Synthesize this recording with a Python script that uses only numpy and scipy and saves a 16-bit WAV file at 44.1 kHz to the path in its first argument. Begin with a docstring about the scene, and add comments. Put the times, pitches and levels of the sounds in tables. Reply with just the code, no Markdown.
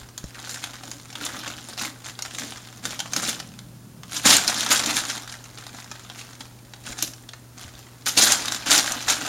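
"""A faint rustle of crumpled packing paper comes first, over the mains hum and hiss of a quiet living room.
Two cats paw and pounce on it. Each move buckles a swarm of tiny creases and sets the whole sheet
fluttering; larger creases snap through singly, and the room returns short echoes. Soft bumps sound
beneath the paper and, for a moment, a train of low pulses drones like an engine outside."""
import sys
import numpy as np
from scipy import signal
from scipy.fft import rfft, irfft
from scipy.io import wavfile
from scipy.ndimage import uniform_filter1d

SR = 44100
rng = np.random.default_rng(int(sys.argv[2]) if len(sys.argv) > 2 else 0)


def put_to_file(sound):
    """Save the sound as 16-bit audio at rate SR, in the file named by the first command-line argument."""
    columns = np.atleast_2d(sound).T  # one column per channel
    safe = np.clip(columns, -1, 1)
    whole_steps = np.round(safe * 32767)
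    wavfile.write(sys.argv[1], SR, whole_steps.astype(np.int16))


N = 409248

# the cats' shifting weight keeps the paper stirring: time_s, level_db
STIRRING = [(0, -47.5), (.12, -62), (.42, -41), (1.03, -50.5), (1.36, -38), (1.72, -47), (2.01, -60),
            (2.42, -41.5), (2.8, -51.5), (3.35, -41), (3.68, -81), (4, -80), (4.42, -30.5), (4.98, -30),
            (5.3, -50.5), (6.3, -48), (6.55, -60.5), (7.5, -74), (7.66, -50), (8.04, -59), (8.4, -30.5),
            (8.62, -39.5), (9.28, -32)]
# a paw or body pushes the paper:
# start_s, rise_s, hold_s, level_db, slope_db_per_octave, flutter_db (relative to the crinkle)
PUSHES = [(.44, 0.063, 0.049, -38, 3, -9), (0.609, 0.01, .012, -36.5, -1, -12),
          (.83, 0.013, 0.094, -47, 1, -1), (1.146, 0.061, .02, -41, 0, -0.5),
          (1.204, 0.026, 0.028, -32, -1, -21), (1.322, 0.025, 0.018, -38, -2.5, -4),
          (1.448, 0.021, 0.0092, -32.5, -1.5, -10), (1.675, 0.012, 0.019, -38, -0.5, -11),
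          (1.769, 0.012, .01, -31, 0, -14), (1.796, 0.023, 0.032, -29.5, .5, -11.5),
          (2.035, 0.0095, 0.048, -38, -0.5, -18), (2.297, 0.02, 0.18, -41, 1, -4),
          (2.824, 0.02, 0.016, -34.5, 1.5, -4.5), (2.873, 0.033, 0.032, -36, 0, -15),
          (3.107, 0.018, 0.011, -37, 2.5, -9), (3.151, 0.015, 0.0094, -29, 2, -7),
          (3.185, 0.041, 0.017, -27.5, 0, -13), (3.246, 0.026, 0.024, -25, 1, -14.5),
          (4.098, 0.052, 0.016, -26, 2.5, -14), (4.238, 0.019, 0.077, -12.5, 0.75, -15),
          (4.335, 0.017, 0.01, -18.5, -1, -16), (4.458, 0.017, 0.025, -25.5, 0.5, -14),
          (4.565, 0.013, 0.031, -26.5, 2, -22), (4.698, 0.0083, 0.027, -16, 2, -16),
          (4.744, 0.022, 0.027, -25, -1, -21), (4.86, 0.016, .03, -26.5, -1, -10),
          (4.935, 0.023, 0.014, -22, 1, -22), (5.064, 0.019, .02, -29.5, 1.5, -25),
          (5.125, .015, 0.036, -34, -1.5, -17), (5.277, 0.017, 0.024, -40.5, 0, -18),
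          (5.565, 0.0099, 0.025, -42.5, 0, -17), (5.724, 0.017, 0.049, -43.5, -.5, -6),
          (5.902, .014, 0.0076, -42, -5, -11), (6.161, 0.021, 0.011, -37.5, 2.5, -17),
          (6.392, 0.012, 0.0088, -44.5, 2, -7), (6.81, 0.062, 0.041, -36, -.5, -9.5),
          (6.949, 0.028, 0.053, -36, 0, -14), (7.016, 0.013, .008, -30, 6.5, -8),
          (7.558, 0.012, .03, -44.5, 0, -19), (7.594, 0.016, 0.011, -38, -0.5, -19),
          (7.757, 0.024, 0.012, -45.5, 0, -12), (8.056, .005, 0.028, -23, 2.5, -20.5),
          (8.161, 0.015, 0.0097, -12.5, 0, -13), (8.201, 0.021, 0.018, -12.5, 2, -20.5),
          (8.249, 0.017, 0.066, -20.5, 0, -21), (8.516, 0.021, 0.01, -32, 2.5, -8),
          (8.648, 0.0174, .025, -24.5, -2, -15), (8.683, 0.028, 0.068, -16, 0.9, -17),
          (8.826, 0.018, 0.081, -29.5, -1.5, -21), (8.953, 0.021, 0.013, -40.5, -4, 0),
          (9.071, 0.013, 0.033, -20, -0.5, -21)]
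# spectrum of the creases: frequency_hz, gain_db
PAPER_SPECTRUM = [(200, -14.5), (450, -10), (750, -0.5), (1000, -4.5), (1450, 0), (2100, -4), (2900, -3.5),
                  (3700, 0), (4600, -2.5), (7300, 0), (8200, -8.5), (9800, -8), (11500, -16.5),
                  (12600, -12), (15700, -29.5)]
# spectrum of the whole fluttering sheet: frequency_hz, gain_db
SHEET_SPECTRUM = [(40, -35), (100, -11), (160, -9), (230, 0), (310, 1.5), (390, -13.5), (550, -8),
                  (900, -28.5)]
# harmonics of the mains hum: pitch_hz, level_db
HUM_PARTIALS = [(120, -49.5), (240, -62.5)]
# spectrum of the still room: frequency_hz, gain_db
AIR_SPECTRUM = [(20, -20), (40, -1), (65, -1.5), (100, -1), (180, -1.5), (290, -2.5), (420, -8.5),
                (700, -11.5), (1400, -15), (2300, -20.5), (7200, -19), (8200, -19.5), (15500, -25)]
# time for the room's echoes to fall by 60 dB: frequency_hz, decay_s
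REVERB_TIMES = [(200, 0.62), (700, 0.57), (2000, 0.34), (6000, 0.26), (14000, 0.31)]
# paws and bodies on the floor, and knocks close by: start_s, level_db, pitch_hz, decay_s
THUDS = [(.02, -39, 55, .02), (0.2411, -19, 170, 0.0027), (.242, -33, 620, .003), (.248, -33, 60, .025),
         (4.27, -48, 62, .04), (6.9, -40, 50, .035), (7.65, -38.5, 82.5, .035), (7.75, -45, 58, .04),
         (8.178, -28, 243, 0.017), (8.75, -43, 70, .03), (9.06, -43, 65, .05)]
# large creases that snap through: start_s, relative_level_db, ring_hz, slope_db_per_octave
LARGE_CREASES = [(.088, -45, 5360, -3.5), (.1778, -31, 6900, 2), (.2402, -40, 5800, -0.5),
                 (.3907, -39.5, 3500, -1.5), (.4721, -37, 1300, -5), (.4935, -32, 6900, -1),
                 (.543, -33.5, 7200, 0), (.6395, -27, 3200, -1), (.7388, -42.5, 1600, -.5),
                 (.8344, -36.5, 980, -2.5), (.9143, -32, 7100, -1), (1.1537, -31, 3160, -2),
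                 (1.2109, -33.5, 1600, -4), (1.2508, -28.5, 6500, 10), (1.4777, -34, 5300, -1),
                 (1.7765, -33.5, 4600, 0), (2.1898, -31.5, 1570, -2), (2.2222, -26.5, 6300, -0.5),
                 (2.2507, -33.5, 6100, -3.5), (2.259, -34, 1400, -2), (2.3473, -34.5, 3400, -0.5),
                 (2.3842, -28, 7000, -1), (2.3955, -33, 4800, 1), (2.4191, -34.5, 1610, -3),
                 (2.5215, -35, 3800, -4.5), (2.8536, -24, 7500, -2), (2.992, -28, 5850, -2),
                 (3.0019, -24.5, 3500, -1), (3.0568, -35.5, 890, -6), (3.1337, -23, 6550, -0.5),
                 (3.1629, -19.5, 5500, -0.5), (3.4006, -30.5, 5170, -3), (3.5893, -38.5, 3800, -1),
                 (4.0328, -38.5, 3610, -2), (4.3662, -14, 7450, 5), (4.4776, -16.5, 5400, 3),
                 (4.5429, -27, 3500, 2.5), (4.6063, -24.5, 6900, 2), (4.663, -23.5, 4100, -3.5),
                 (4.8599, -22, 6260, .5), (5.1778, -34, 1590, -2), (5.2761, -36.5, 1400, -2),
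                 (5.3236, -35.5, 5250, 0), (5.3398, -37.5, 1500, -2), (5.4405, -41, 5700, 0),
                 (5.6661, -36, 1470, -2), (5.7859, -40, 1600, -7), (5.8431, -42, 5600, -2.5),
                 (5.914, -34.5, 6500, -3.5), (5.9948, -44, 1500, 0), (6.0991, -35.5, 3320, -4),
                 (6.408, -36, 3900, -4.5), (6.7357, -38, 3930, -2), (7.0243, -19, 12000, 3.5),
                 (7.1347, -39.5, 5600, -2), (7.2895, -37, 3320, -1.7), (7.3341, -37, 1650, -4),
                 (8.3202, -12, 7400, 4), (8.4559, -27, 5500, 3.4), (8.4817, -24, 3800, -1),
                 (8.5206, -22.5, 6800, -1), (8.5459, -26.5, 3970, -0.5), (8.715, -13, 3560, 0.5),
                 (8.778, -17, 6000, 3), (8.8771, -24.5, 1600, -3), (8.92, -23, 6700, 4),
                 (9.0851, -21.5, 6580, -3), (9.099, -18.5, 6700, -1)]
# course of the low drone: time_s, pulse_rate_hz, level_db
DRONE_COURSE = [(2.65, 38, -62), (2.85, 28, -53), (3.1, 28, -46), (3.3, 45, -47), (3.45, 42.5, -47),
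                (3.6, 40.5, -46), (3.8, 39.5, -47), (4.1, 36, -47.5), (4.3, 43, -62)]
# spectrum of the drone: frequency_hz, gain_db
DRONE_SPECTRUM = [(50, -33), (100, -9), (125, -4), (160, 2), (200, -1.5), (260, -7.5), (340, -21),
                  (480, -41), (900, -53)]

LEAD_SAMPLES = 16  # delay ahead of each crack
TIME_S = np.arange(N) / SR


def amp(db):
    """Converts decibels to amplitude."""
    return 10 ** (np.asarray(db) / 20)


def unit_rms(x):
    """Scales a signal to unit power."""
    return x / np.sqrt(np.mean(x ** 2) + 1e-20)


def read(points, hz):
    """Interpolates a table on a log-frequency axis."""
    frequency, value = np.transpose(points)
    return np.interp(np.log(hz + 1), np.log(frequency + 1), value)


def curves(rows):
    """Interpolates each column of a timed table, sample by sample."""
    times, *columns = np.transpose(rows)
    return [np.interp(TIME_S, np.sort(times), column) for column in columns]


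def add(mix, start_s, sound):
    """Superposes a sound on the mix."""
    part = mix[max(round(start_s * SR), 0):][:len(sound)]
    part += sound[:len(part)]


def colour(x, spectrum, size=4096):
    """Minimum-phase filtering imposes a spectrum; white noise keeps its power."""
    hz = abs(np.fft.fftfreq(size, 1 / SR))
    log_gain = np.log(unit_rms(amp(read(spectrum, hz))))
    taps = np.fft.ifft(np.exp(np.conj(signal.hilbert(log_gain)))).real
    return signal.oaconvolve(x, taps[:size // 2])[:N]


def tilt(hz, slope):
    """Spectral tilt: gains for a slope in dB per octave that conserves the paper's power."""
    gain = amp(slope * np.log2(np.clip(hz, 900, 11000)))
    weight = amp(read(PAPER_SPECTRUM, hz)) ** 2
    return gain / np.sqrt(np.sum(gain ** 2 * weight, -1, keepdims=True) / weight.sum())


def movement(rise_db=19, release_db_per_s=328, settle_db=-17, settle_db_per_s=71.5):
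    """Incoherent sources add in power: stirring and pushes give crinkle level, slope and flutter level."""
    power = amp(curves(STIRRING)[0]) ** 2
    weighted_slope = -1.1 * power  # stirring is slightly dull
    flutter_power = power * amp(-12.5) ** 2
    for start_s, rise_s, hold_s, level_db, slope, flutter_db in PUSHES:
        swell_db = rise_db * np.minimum((TIME_S - start_s) / rise_s - 1, 0)
        after_s = np.maximum(TIME_S - start_s - rise_s - hold_s, 0)
        # a fast release as the paw stops, then the crushed paper creeps back
        fade_db = np.maximum(-release_db_per_s * after_s, settle_db - settle_db_per_s * after_s)
        active = swell_db + fade_db > -60
        push = amp(level_db + swell_db[active] + fade_db[active]) ** 2
        power[active] += push
        weighted_slope[active] += push * slope
        flutter_power[active] += push * amp(flutter_db) ** 2
    return 10 * np.log10(power), weighted_slope / power, 10 * np.log10(flutter_power)


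def crease(ring_hz, slope, decay_s, ring_db, ring_octaves, size=1024):
    """Buckling: one facet gives a brief crack, coloured by its own resonance."""
    age = np.arange(size) / SR / decay_s
    hz = np.fft.rfftfreq(size, 1 / SR)
    burst = rng.standard_normal(size) * np.sqrt(age) * np.exp(-age)
    resonance = np.exp(-(np.log2((hz + 1) / ring_hz) / ring_octaves) ** 2)
    crack = rfft(np.roll(burst, LEAD_SAMPLES)) * amp(ring_db * resonance) * tilt(hz, slope)
    weight = amp(read(PAPER_SPECTRUM, hz)) ** 2
    return irfft(crack) / np.sqrt(np.average(abs(crack) ** 2, weights=weight))


def crinkle(level_db, slope, smooth_s=0.068, count=300):
    """Shot noise of small creases: separate ticks in a light touch, a dense rush in a pounce."""
    rate_hz = np.minimum(950 * amp(.5 * (level_db + 40)), SR / 4)
    onsets = np.flatnonzero(rng.random(N) < rate_hz / SR)
    strength = amp(4.6 * np.minimum(rng.exponential(1, N), 3.6))[onsets]
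    kind = rng.integers(0, count, N)[onsets]
    facets = np.array([crease(hz, slope=0, decay_s=.0005, ring_db=10, ring_octaves=.5)[:256]
                       for hz in np.geomspace(1000, 11000, count)])
    places = onsets[:, None] + np.arange(facets.shape[1])
    swarm = np.bincount(places.ravel(), (strength[:, None] * facets[kind]).ravel(), N)[:N]
    # sheets slide over each other with a hiss, the more so in a hard move
    friction = amp(-8 + np.maximum(level_db + 28, 0) / 2) * rng.standard_normal(N)
    swarm = unit_rms(swarm / np.sqrt(rate_hz)) + friction
    hz, frame_s, spectra = signal.stft(swarm, SR, nperseg=256)
    spectra *= tilt(hz, np.interp(frame_s, TIME_S, slope)[:, None]).T
    # creases give way in clumps, each with a colour of its own
    clumps = uniform_filter1d(rng.standard_normal(spectra.shape), size=4, axis=1)
    spectra *= amp(2.4 * unit_rms(uniform_filter1d(clumps, size=22, axis=0)))
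    swarm = colour(signal.istft(spectra, SR, nperseg=256)[1][:N], PAPER_SPECTRUM)
    # the creases share out the energy that the move puts in
    window = signal.windows.hann(2 * int(smooth_s * SR) + 3)
    power = signal.oaconvolve(swarm ** 2, window / window.sum(), "same")
    return swarm / np.sqrt(abs(power) + 1e-12) * amp(level_db)


def flutter(level_db, flops_per_s=350):
    """Panel radiation: broad areas of the sheet flop over and push the air."""
    flops = rng.standard_normal(N) * (rng.random(N) < flops_per_s / SR)
    return unit_rms(colour(flops, SHEET_SPECTRUM)) * amp(level_db)


def hum_and_hiss(air_db=-50):
    """A line spectrum over a continuous one: mains harmonics and the noise of a still room."""
    hum = sum(amp(db) * np.sqrt(2) * np.sin(2 * np.pi * (hz * TIME_S + rng.random()))
              for hz, db in HUM_PARTIALS)
    return hum + amp(air_db) * unit_rms(colour(rng.standard_normal(N), AIR_SPECTRUM))


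def echoes(early_db=-9, tail_db=-8, first_s=.003, count=10):
    """Impulse response of one spot: reflections off floor, box and sofa, then a short diffuse tail."""
    t = np.arange(SR // 2) / SR
    early = np.zeros(len(t))
    delay_s = first_s + rng.uniform(0, .013, count)
    early[(delay_s * SR).astype(int)] = rng.choice([-1, 1], count) * np.exp(-delay_s / 0.0033)
    hz, frame_s, spectra = signal.stft(rng.standard_normal(len(t)), SR, nperseg=256)
    spectra *= amp(-60 * frame_s / read(REVERB_TIMES, hz)[:, None])
    tail = signal.istft(spectra, SR, nperseg=256)[1][:len(t)] * (t > first_s)
    return amp(early_db) * early / np.linalg.norm(early) + amp(tail_db) * tail / np.linalg.norm(tail)


def room(direct, spots_per_s=45, count=12):
    """Reflections depend on source position: the crinkling wanders among spots with their own echoes."""
    spot = TIME_S * spots_per_s
    reflected = np.zeros(N)
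    for k in range(count):
        distance = abs((spot - k) % count - count / 2)
        share = np.sqrt(np.maximum(1 - distance, 0))
        reflected += signal.oaconvolve(direct * share, echoes())[:N]
    return direct + reflected


def bumps():
    """Heavily damped oscillation: each dull impact dies within a few cycles."""
    out, t = np.zeros(N), np.arange(SR // 3) / SR
    for start_s, level_db, pitch_hz, decay_s in THUDS:
        add(out, start_s, amp(level_db) * np.sin(2 * np.pi * pitch_hz * t) * np.exp(-t / decay_s))
    return out


def lesser_creases(crinkle_db, per_s=12, spread_db=1.5, low_hz=1200, high_hz=7900, slope=-2, count=200):
    """Random buckling, louder as the paper moves harder: rows in the form of LARGE_CREASES."""
    gap, pitch, strength = rng.random((count, 3)).T
    starts = np.cumsum(2 * gap) / per_s
    drive_db = np.interp(starts, TIME_S, crinkle_db) + 41.5
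    levels = -38.5 + 0.79 * drive_db + spread_db * (2 * strength - 1)
    ring_hz = low_hz * (high_hz / low_hz) ** pitch
    return [(s, db, hz, slope) for s, db, hz in zip(starts, levels, ring_hz) if s < N / SR]


def snaps(rows, low_cut_hz=600, gain_db=26):
    """Snap-through of single creases, each facet too small to radiate much bass."""
    cracks = np.zeros(N)
    for start_s, level_db, ring_hz, slope in rows:
        crack = crease(ring_hz, slope, decay_s=0.002, ring_db=6, ring_octaves=0.34)
        add(cracks, start_s - LEAD_SAMPLES / SR, amp(level_db) * crack)
    radiated = signal.lfilter(*signal.butter(1, low_cut_hz, "high", fs=SR), cracks)
    return amp(gain_db) * colour(radiated, PAPER_SPECTRUM)


def drone(roughness=0.99):
    """Source and filter: slow pulses and noise, muffled so that only low overtones and rumble are left."""
    rate_hz, level_db = curves(DRONE_COURSE)
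    cycles = np.cumsum(rate_hz) / SR
    impulses = np.diff(np.floor(cycles), prepend=0) - rate_hz / SR  # one a cycle, with zero mean
    pulses = unit_rms(colour(impulses, DRONE_SPECTRUM))
    rumble = unit_rms(colour(rng.standard_normal(N), DRONE_SPECTRUM))
    sounding = (TIME_S > DRONE_COURSE[0][0]) & (TIME_S < DRONE_COURSE[-1][0])
    return unit_rms(pulses + roughness * rumble) * amp(level_db) * sounding


def scene():
    """Superposition: the paper in its room, over the low sounds of the house."""
    level_db, slope, flutter_db = movement()
    paper = amp(-0.75) * crinkle(level_db, slope)
    paper += snaps(LARGE_CREASES + lesser_creases(level_db))
    paper += flutter(flutter_db)
    return (room(paper) + bumps() + drone() + hum_and_hiss())[None]


def record(dry, notch_hz=7860, notch_width_hz=260, ceiling=.76, edge_hz=15950):
    """Filtering and saturation: a narrow treble notch near 7.9 kHz, rounded peaks, then a band limit."""
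    notched = signal.lfilter(*signal.iirnotch(notch_hz, notch_hz / notch_width_hz, SR), dry)
    rounded = notched / (1 + (notched / ceiling) ** 4) ** (1 / 4)
    low_pass = signal.firwin(511, edge_hz, window=("kaiser", 9), fs=SR)
    return signal.oaconvolve(rounded, low_pass[None], "same")


dry = scene()
out = record(dry)
put_to_file(out)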